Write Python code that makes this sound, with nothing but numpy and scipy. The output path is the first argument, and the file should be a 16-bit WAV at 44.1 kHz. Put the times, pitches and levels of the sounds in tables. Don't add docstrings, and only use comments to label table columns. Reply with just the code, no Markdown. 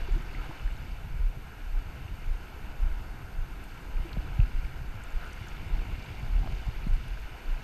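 import sys
import numpy as np
from scipy import signal
from scipy.io import wavfile
from scipy.ndimage import uniform_filter1d

SR = 44100
rng = np.random.default_rng(int(sys.argv[2]) if len(sys.argv) > 2 else 0)


def rack_gain(trim_db):
    fader = np.asarray(trim_db, float)
    return 10 ** (fader / 20)


def waveform_to_disk(signal):
    frames = np.transpose(np.atleast_2d(signal))
    scaled = np.clip(frames, -1, 1) * 32767
    samples = np.round(scaled).astype(np.int16)
    wavfile.write(sys.argv[1], SR, samples)


N = 336483


def evened(x):
    return x / np.sqrt(np.mean(x ** 2) + 1e-20)


def read_spectrum(points, hz):
    f, value = np.transpose(points)
    return np.interp(np.log(hz + 1), np.log(f + 1), value)


def steady(points):
    return lambda hz, t: read_spectrum(points, hz) + 0 * t


def add(mix, s, sound):
    at = round(s * SR) - len(sound) // 2 + np.arange(len(sound))
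    inside = (at >= 0) & (at < N)
    mix[at[inside]] += sound[inside]


def curves(rows, t):
    s, *columns = np.transpose(rows)
    return [np.interp(t, s, column) for column in columns]


def noise(field_db, size, patchy_db, flicker_db):
    hop = size // 4
    frames, hz = N // hop + 5, np.fft.rfftfreq(size, 1 / SR)
    real, imaginary, patches = rng.standard_normal((frames, len(hz), 3)).T
    patches = uniform_filter1d(patches, size=8, axis=0)
    patches = evened(uniform_filter1d(patches, size=8, axis=1))
    flicker = evened(uniform_filter1d(rng.standard_normal(frames), size=4))
    level = field_db(hz[:, None], np.arange(frames) * hop / SR)
    level = level + patchy_db * patches + flicker_db * flicker
    spectra = (real + 1j * imaginary) * rack_gain(level)
    return signal.istft(spectra, nperseg=size, noverlap=size - hop)[1][:N]


# (time [s], roar level [dB], wash level [dB], splash level [dB], spray level [dB])
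WATER_SWELLS = [(0.0, -54, -55, -53.5, -59.5), (0.22, -56, -53, -55, -62), (0.44, -53, -53, -54, -60.5),
                (0.65, -57, -56, -55.5, -63), (0.87, -57, -59, -55, -63.1), (1.09, -57.5, -57.5, -57, -66),
                (1.31, -57.5, -60.5, -57.5, -66), (1.53, -58.6, -55.5, -58.1, -65.5),
                (1.74, -56.5, -58, -58.1, -64.6), (1.96, -56, -57, -56.5, -64.5),
                (2.18, -58, -58, -57, -64.5), (2.4, -57, -56.1, -57.5, -64.0),
                (2.62, -55.5, -57.5, -56.5, -64.5), (2.83, -54.5, -55.5, -56.5, -65),
                (3.05, -56, -55.5, -59, -64), (3.27, -56.5, -54.5, -59, -65.5),
                (3.49, -56.5, -56, -57.5, -65.5), (3.71, -58, -55.5, -57.5, -63),
                (3.92, -54.5, -56.2, -58, -64), (4.14, -55.5, -55.5, -54, -63),
                (4.36, -55, -56.5, -56, -62.3), (4.58, -59, -54.5, -55.5, -63.0),
                (4.8, -56.3, -56, -58, -64.5), (5.01, -55.7, -55.5, -55.5, -64),
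                (5.23, -54, -52.5, -54.1, -61.5), (5.45, -57.5, -54, -55, -60.5),
                (5.67, -55, -57, -53.5, -62), (5.89, -54.5, -55.8, -52.5, -61.5),
                (6.1, -55, -58, -52.5, -60), (6.32, -55, -59, -55, -62), (6.54, -54.5, -57.5, -53, -60),
                (6.76, -55, -57, -55, -61.5), (6.98, -57.5, -56.5, -54.5, -61.4),
                (7.19, -56.5, -58, -55.5, -61.5), (7.41, -55, -56.5, -54.5, -63),
                (7.63, -55.5, -55.6, -55, -61)]
SWELL_HZ = [900, 1400, 2400, 4500]
# (frequency [Hz], level per Hz [dB])
ROAR_SPECTRUM = [(150, -12), (300, -0.5), (640, 0.5), (1000, -0.5), (1500, 1.5), (2300, -2), (2900, -5),
                 (3500, -12), (4600, -15), (5600, -22.5), (6700, -23.5), (8500, -30), (10500, -39),
                 (13000, -45)]
# (frequency [Hz], width [Hz], level [dB])
CASE_DIPS = [(575, 36, -13), (1162, 70, -17), (1753, 144, -7), (1970, 160, -7), (2510, 44, -8),
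             (3220, 110, -11), (4000, 150, -7), (7700, 490, -10)]


def water_db(hz, t):
    case_db = sum(db / (1 + (2 * (hz - f) / width) ** 2) for f, width, db in CASE_DIPS)
    level = read_spectrum(ROAR_SPECTRUM, hz) - 56 + case_db
    level = level - 99 * (hz <= 100)
    for db, band in zip(curves(WATER_SWELLS, t), np.eye(4)):
        share = np.interp(np.log(hz + 1), np.log(SWELL_HZ), band)
        level = level + share * (db - db.mean())
    return level


def rapids():
    return rack_gain(-9.0) * noise(water_db, size=1024, patchy_db=0.8, flicker_db=0.2)


def fizz(per_s=900, spread_db=1.0, cycles=5.5):
    bubbles, pitch = np.zeros(N), rng.integers(0, 30, N)
    bursts = rng.random(N) < per_s / SR
    size = bursts * rack_gain(spread_db * np.minimum(rng.exponential(1, N), 5))
    for k, hz in enumerate(np.geomspace(600, 12000, 30)):
        u = np.arange(int(3 * cycles * SR / hz)) * hz / SR
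        ring = np.sin(2 * np.pi * u * (1 + 0.0095 * u))
        ring = ring * np.exp(-2 * u / cycles) * (1 - np.exp(-2 * u))
        bubbles += signal.oaconvolve(size * (pitch == k), ring * hz / 1000)[:N]
    hz, t, z = signal.stft(evened(bubbles), SR, nperseg=512)
    spray_db = curves(WATER_SWELLS, t)[3]
    crowding_db = 0.72 * (spray_db - spray_db.mean())
    z = z * rack_gain(water_db(hz[:, None], t) + crowding_db)
    return rack_gain(8.0) * signal.istft(z, nperseg=512)[1][:N]


# (time [s], heave level [dB], flutter level [dB], rustle level [dB])
BUFFET_LEVELS = [(0.0, -29, -47.7, -54.5), (0.2, -36.5, -47.5, -53), (0.39, -34, -44.5, -50),
                 (0.59, -39, -46.7, -56), (0.78, -35, -43, -54.5), (0.98, -37, -46.5, -56.5),
                 (1.17, -29.5, -44.5, -59.5), (1.37, -36.5, -45.4, -56.5), (1.57, -38.9, -49, -55.5),
                 (1.76, -33, -50.5, -57.2), (1.96, -39.2, -43, -54.5), (2.15, -38, -46.5, -53),
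                 (2.35, -37.8, -49.5, -58), (2.54, -40, -49, -55), (2.74, -36, -47.8, -57),
                 (2.93, -31, -50, -55), (3.13, -37, -46.2, -53.5), (3.33, -37, -49.1, -57.5),
                 (3.52, -37.5, -48, -55.5), (3.72, -39.5, -47, -52), (3.91, -37, -49.5, -56.5),
                 (4.11, -37, -47, -51.5), (4.3, -32, -41.5, -55), (4.5, -35, -42.5, -51.5),
                 (4.7, -33, -46.5, -57), (4.89, -37, -45, -53), (5.09, -35, -52, -57.5),
                 (5.28, -33, -48, -58), (5.48, -39.8, -46.5, -55.2), (5.67, -35, -42, -48.5),
                 (5.87, -34.5, -42.5, -51), (6.06, -40, -44.5, -55.3), (6.26, -31.5, -42, -50.5),
                 (6.46, -29, -40.5, -50.5), (6.65, -32, -46, -57.5), (6.85, -33, -42.5, -51.5),
                 (7.04, -34, -44, -53.5), (7.24, -37, -51.5, -58), (7.43, -42, -52, -56),
                 (7.63, -42, -49, -56)]
# (frequency [Hz], level per Hz [dB])
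HEAVE_SPECTRUM = [(8, -44), (18, 9), (28, 19), (42, 11), (60, 7.5), (90, -40.5)]
# (frequency [Hz], level per Hz [dB])
FLUTTER_SPECTRUM = [(40, -30), (65, 9.5), (95, 6.5), (130, 8), (180, -4), (260, -43.5)]
# (frequency [Hz], level per Hz [dB])
RUSTLE_SPECTRUM = [(120, -12.5), (190, 6), (300, 2), (450, -7), (530, -18)]


def buffet():
    out = np.zeros(N)
    layers = (  # spectrum, lumps [dB], lift [dB]
        (HEAVE_SPECTRUM, 0.6, -3.0), (FLUTTER_SPECTRUM, 2.5, -0.7), (RUSTLE_SPECTRUM, 1.5, -1.5))
    levels = curves(BUFFET_LEVELS, np.arange(N) / SR)
    for db, (spectrum, lumps_db, lift_db) in zip(levels, layers):
        field = steady(spectrum + [(4000, -120)])
        layer = noise(field, size=2048, patchy_db=1.5, flicker_db=lumps_db)
        out += rack_gain(db + lift_db) * evened(layer)
    return out


# (multiple of the frame rate [1], level [dB])
WHINE_TONES = [(210, -82), (211, -84), (421, -73), (420, -91), (419, -93)]


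def whine():
    period = 2943
    frame_hz = 2 * SR / period
    comb = [(k, -102 - 0.3 * abs(k - 421)) for k in range(405, 434) if abs(k - 420.5) > 2]
    t = np.arange(period) / SR
    loop = np.zeros(period)
    for k, db in WHINE_TONES + comb:
        loop += rack_gain(db + 3) * np.sin(2 * np.pi * (k * frame_hz * t + rng.random()))
    return np.resize(loop, N)


# (frequency [Hz], level per Hz [dB])
HISS_SPECTRUM = [(4000, 1), (9000, 2), (11000, -6), (13000, 6), (14000, -13), (15000, -20), (16000, 5)]


def hiss():
    return rack_gain(-63.5) * evened(noise(steady(HISS_SPECTRUM), size=1024, patchy_db=1.5, flicker_db=0.7))


# (time of the trough [s], peak level [dB], frequency [Hz], length [s],
# lag of the swell [s])
BODY_THUMPS = [(0.037, -26, 29.4, 0.026, -0.006), (0.114, -18.5, 32.0, 0.042, 0.018),
               (0.201, -32, 27.6, 0.034, 0.024), (0.293, -32, 27.6, 0.032, -0.013),
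               (0.405, -27, 33.2, 0.023, -0.012), (0.65, -22.5, 30.8, 0.022, 0.013),
               (0.741, -31, 35, 0.019, -0.014), (0.825, -33.5, 42, 0.048, 0.00038),
               (0.922, -32.5, 35.3, 0.033, -0.0076), (1.114, -28.5, 27.4, 0.031, 0.003),
               (1.261, -21, 33.5, 0.064, -0.019), (1.639, -32.5, 33, 0.049, 0.0093),
               (1.767, -20.5, 30.6, 0.049, -0.006), (2.141, -28, 38.2, 0.021, -0.0093),
               (2.304, -21.0, 27.6, 0.053, 0.00061), (2.824, -17.5, 30.9, 0.044, 0.021),
               (2.974, -31, 28.7, 0.045, 0.0094), (3.417, -23, 27.3, 0.047, -0.012),
               (3.997, -20.5, 30, 0.05, -0.0074), (4.213, -28, 41, 0.027, -0.017),
               (4.347, -29, 39.6, 0.026, -0.015), (4.43, -14.5, 35.9, 0.024, -0.01),
               (4.577, -21.5, 27.7, 0.047, -0.0051), (4.916, -27.5, 28.2, 0.018, -0.0094),
               (5.07, -32.5, 21.9, 0.072, 0.014), (5.162, -23, 29.4, 0.021, -0.001),
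               (5.729, -19.5, 31.4, 0.028, 0.01), (5.818, -22, 31, 0.025, -0.016),
               (5.928, -25, 36, 0.02, 0.0058), (6.234, -33, 39, 0.027, 0.015),
               (6.383, -19, 37.3, 0.075, -0.014), (6.551, -25, 32, 0.017, -0.0067),
               (6.669, -24.5, 36.7, 0.019, 0.011), (6.766, -27, 28.0, 0.018, 0.001),
               (6.838, -31, 34, 0.046, -0.003), (6.933, -16.5, 28, 0.04, -0.0041),
               (7.109, -26, 37, 0.025, 0.015), (7.519, -22.5, 28, 0.058, -0.0037)]


def thumps(overtone=0.18, ring=0.22, ring_s=0.06):
    out, t = np.zeros(N), np.arange(-12000, 12000) / SR
    for s, db, hz, length, lag in BODY_THUMPS:
        bell = np.exp(-1.4 * ((t - lag) / length) ** 2)
        ringing = ring * np.exp(-abs(t - lag) / ring_s) * np.where(t > lag, 1, 0.4)
        swing = np.maximum(bell, ringing) * np.cos(2 * np.pi * hz * t)
        edge = overtone * bell * np.sin(2 * np.pi * 1.92 * hz * t)
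        add(out, s, -rack_gain(db + 0.5) * (swing + edge))
    return out


# (time [s], peak level [dB], frequency [Hz], width [Hz])
BLADE_PLOPS = [
    (.089, -37, 380, 90.5),
    (.165, -40, 336, 50.5),
    (.497, -43, 310, 70),
    (4.057, -40, 334, 50),
    (4.168, -39, 630, 250),
    (6.432, -42, 764, 90),
    (6.462, -43, 750, 120),
    (6.475, -41, 644, 250),
    (6.52, -46, 710, 200),
    (6.67, -50, 730, 80),
]
# (time [s], peak level [dB], frequency [Hz], width [Hz])
WATER_DROPS = [(0.123, -55, 7063, 860), (0.181, -59, 6891, 688), (0.339, -54, 4307, 344),
               (0.35, -44.5, 2040, 172), (0.447, -61, 8269, 860), (0.512, -41, 880, 520),
               (0.598, -51, 2820, 344), (0.678, -43, 1640, 516), (0.726, -55, 7063, 1548),
               (0.768, -54, 3770, 516), (0.768, -64, 6891, 344), (0.776, -60, 5340, 344),
               (0.916, -58, 4651, 516), (0.985, -51, 1400, 344), (1.428, -69, 9302, 688),
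               (3.744, -57, 6700, 1204), (3.971, -47, 2390, 344), (4.094, -43, 2630, 688),
               (4.15, -62, 4440, 344), (4.403, -38, 2600, 516), (4.461, -57, 4996, 516),
               (4.648, -55, 4651, 860), (4.65, -46.5, 2260, 344), (4.776, -55.5, 4996, 688),
               (5.008, -46, 1420, 346), (5.106, -56, 6760, 1376), (5.123, -60, 6718, 516),
               (5.214, -57, 3930, 344), (5.238, -41.5, 1390, 344), (5.254, -61, 9130, 516),
               (5.277, -53, 6718, 2064), (5.407, -61, 4750, 688), (5.566, -67, 6718, 344),
               (5.569, -52, 3580, 516), (5.682, -65, 8096, 516), (5.752, -52, 4160, 860),
               (5.813, -69, 7752, 344), (5.814, -59, 4307, 344), (5.991, -63, 8096, 1376),
               (5.996, -57, 5070, 516), (6.026, -47, 4550, 1376), (6.042, -61, 7580, 516),
               (6.116, -66, 8441, 510), (6.198, -58, 6670, 1032), (6.446, -43.5, 840, 344),
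               (6.446, -52, 4134, 1032), (6.475, -41, 1206, 688), (6.496, -55, 4479, 860),
               (6.555, -59, 6100, 516), (6.664, -63, 7063, 516), (6.842, -54, 4260, 344),
               (6.873, -53, 4134, 516), (6.938, -65, 7752, 516), (6.943, -61, 9130, 1032),
               (7.174, -46.5, 1520, 344), (7.198, -68, 7580, 344), (7.458, -54, 4307, 860)]


def drops():
    out, t = np.zeros(N), np.arange(-1500, 1500) / SR
    for rows, gain_db in ((BLADE_PLOPS, 0.5), (WATER_DROPS, 5.0)):
        for s, db, hz, width in rows:
            u = np.maximum(t * width * 2.84 + 1, 0)
            ring = np.sin(2 * np.pi * hz * t * (1 + 0.0013 * u))
            add(out, s, rack_gain(db + gain_db) * u * np.exp(1 - u) * ring)
    return out


# (time [s], peak level [dB], frequency [Hz], direction [sign])
CASE_KNOCKS = [(0.113, -32, 104, -1), (0.16, -29.5, 123, 1), (0.497, -32, 120, -1), (1.374, -32.5, 108, -1),
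               (2.053, -32, 101, 1), (2.271, -32, 89, 1), (2.843, -38, 91, -1), (3.01, -36, 78, 1),
               (3.076, -36.0, 105, -1), (3.398, -31, 87, -1), (3.998, -36.4, 108, 1), (4.139, -32, 104, 1),
               (4.174, -24.5, 169, 1), (4.396, -13, 103.5, 1), (4.817, -31.5, 112, -1),
               (5.415, -29.5, 106, -1), (5.664, -29.5, 103, 1), (5.986, -30.5, 90, -1),
               (6.234, -29.0, 96, -1), (6.528, -29, 131, 1), (6.686, -24.5, 114, 1), (6.87, -24, 188, -1),
               (6.91, -27, 84, -1)]


def knocks():
    out, t = np.zeros(N), np.arange(-3000, 3000) / SR
    for s, db, hz, direction in CASE_KNOCKS:
        u = t * hz
        swell = np.exp(-(u / np.where(u < 0, 0.45, 1.1)) ** 2)
        swing = np.cos(2 * np.pi * u * (1 - 0.11 * u))
        add(out, s, np.sign(direction) * rack_gain(db - 1.0) * swell * swing)
    return out


# (time [s], peak level [dB], low edge [Hz], high edge [Hz], tail [s])
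SPRAY_TICKS = [(.2223, -48, 6000, 12000, .0015), (3.637, -50, 3000, 14000, .001),
               (3.6406, -48, 7340, 10600, .0015), (4.13, -38, 2300, 4500, .002),
               (5.0372, -43, 6000, 9700, .0012), (5.0737, -62, 8500, 12000, .001),
               (5.33, -45.5, 5000, 10000, 0.0038), (5.4732, -47, 7040, 15000, .0007),
               (5.485, -42, 3300, 7900, 0.0026), (5.6506, -58, 7000, 11000, .001),
               (6.8788, -51, 7000, 11000, .001), (7.082, -48.5, 7400, 12000, .001)]


def ticks():
    out, t = np.zeros(N), np.arange(-600, 600) / SR
    for s, db, low_hz, high_hz, tail in SPRAY_TICKS:
        crackle = rng.standard_normal(1200) * (t > 0) * np.exp(-abs(t) / tail)
        click = (t == 0) + 0.51 * crackle
        band = signal.butter(3, [low_hz, high_hz], "band", fs=SR, output="sos")
        click = signal.sosfilt(band, click)
        add(out, s, rack_gain(db) * click / abs(click).max())
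    return out


def scene():
    water = rapids() + fizz() + drops() + ticks()
    case = buffet() + thumps() + knocks()
    return (water + case + whine() + hiss())[None]


def low_pass(x):
    return signal.sosfilt(signal.butter(12, 15190, fs=SR, output="sos"), x)


def record(dry):
    hz, t, z = signal.stft(dry, SR, nperseg=1024)
    bass_db = 10 * np.log10((abs(z[:, :4]) ** 2).sum(1, keepdims=True) + 1e-12)
    edge_hz = 15398 - 250 * np.maximum(bass_db + 20, 0) * rng.uniform(0.2, 1, bass_db.shape)
    kept = np.clip((edge_hz - hz[:, None]) / 150, 0, 1)
    kept = np.maximum(kept, hz[:, None] < 12800)
    mix = signal.istft(z * kept, nperseg=1024)[1][:, :N]
    return low_pass(mix)


dry = scene()
out = record(dry)
waveform_to_disk(out)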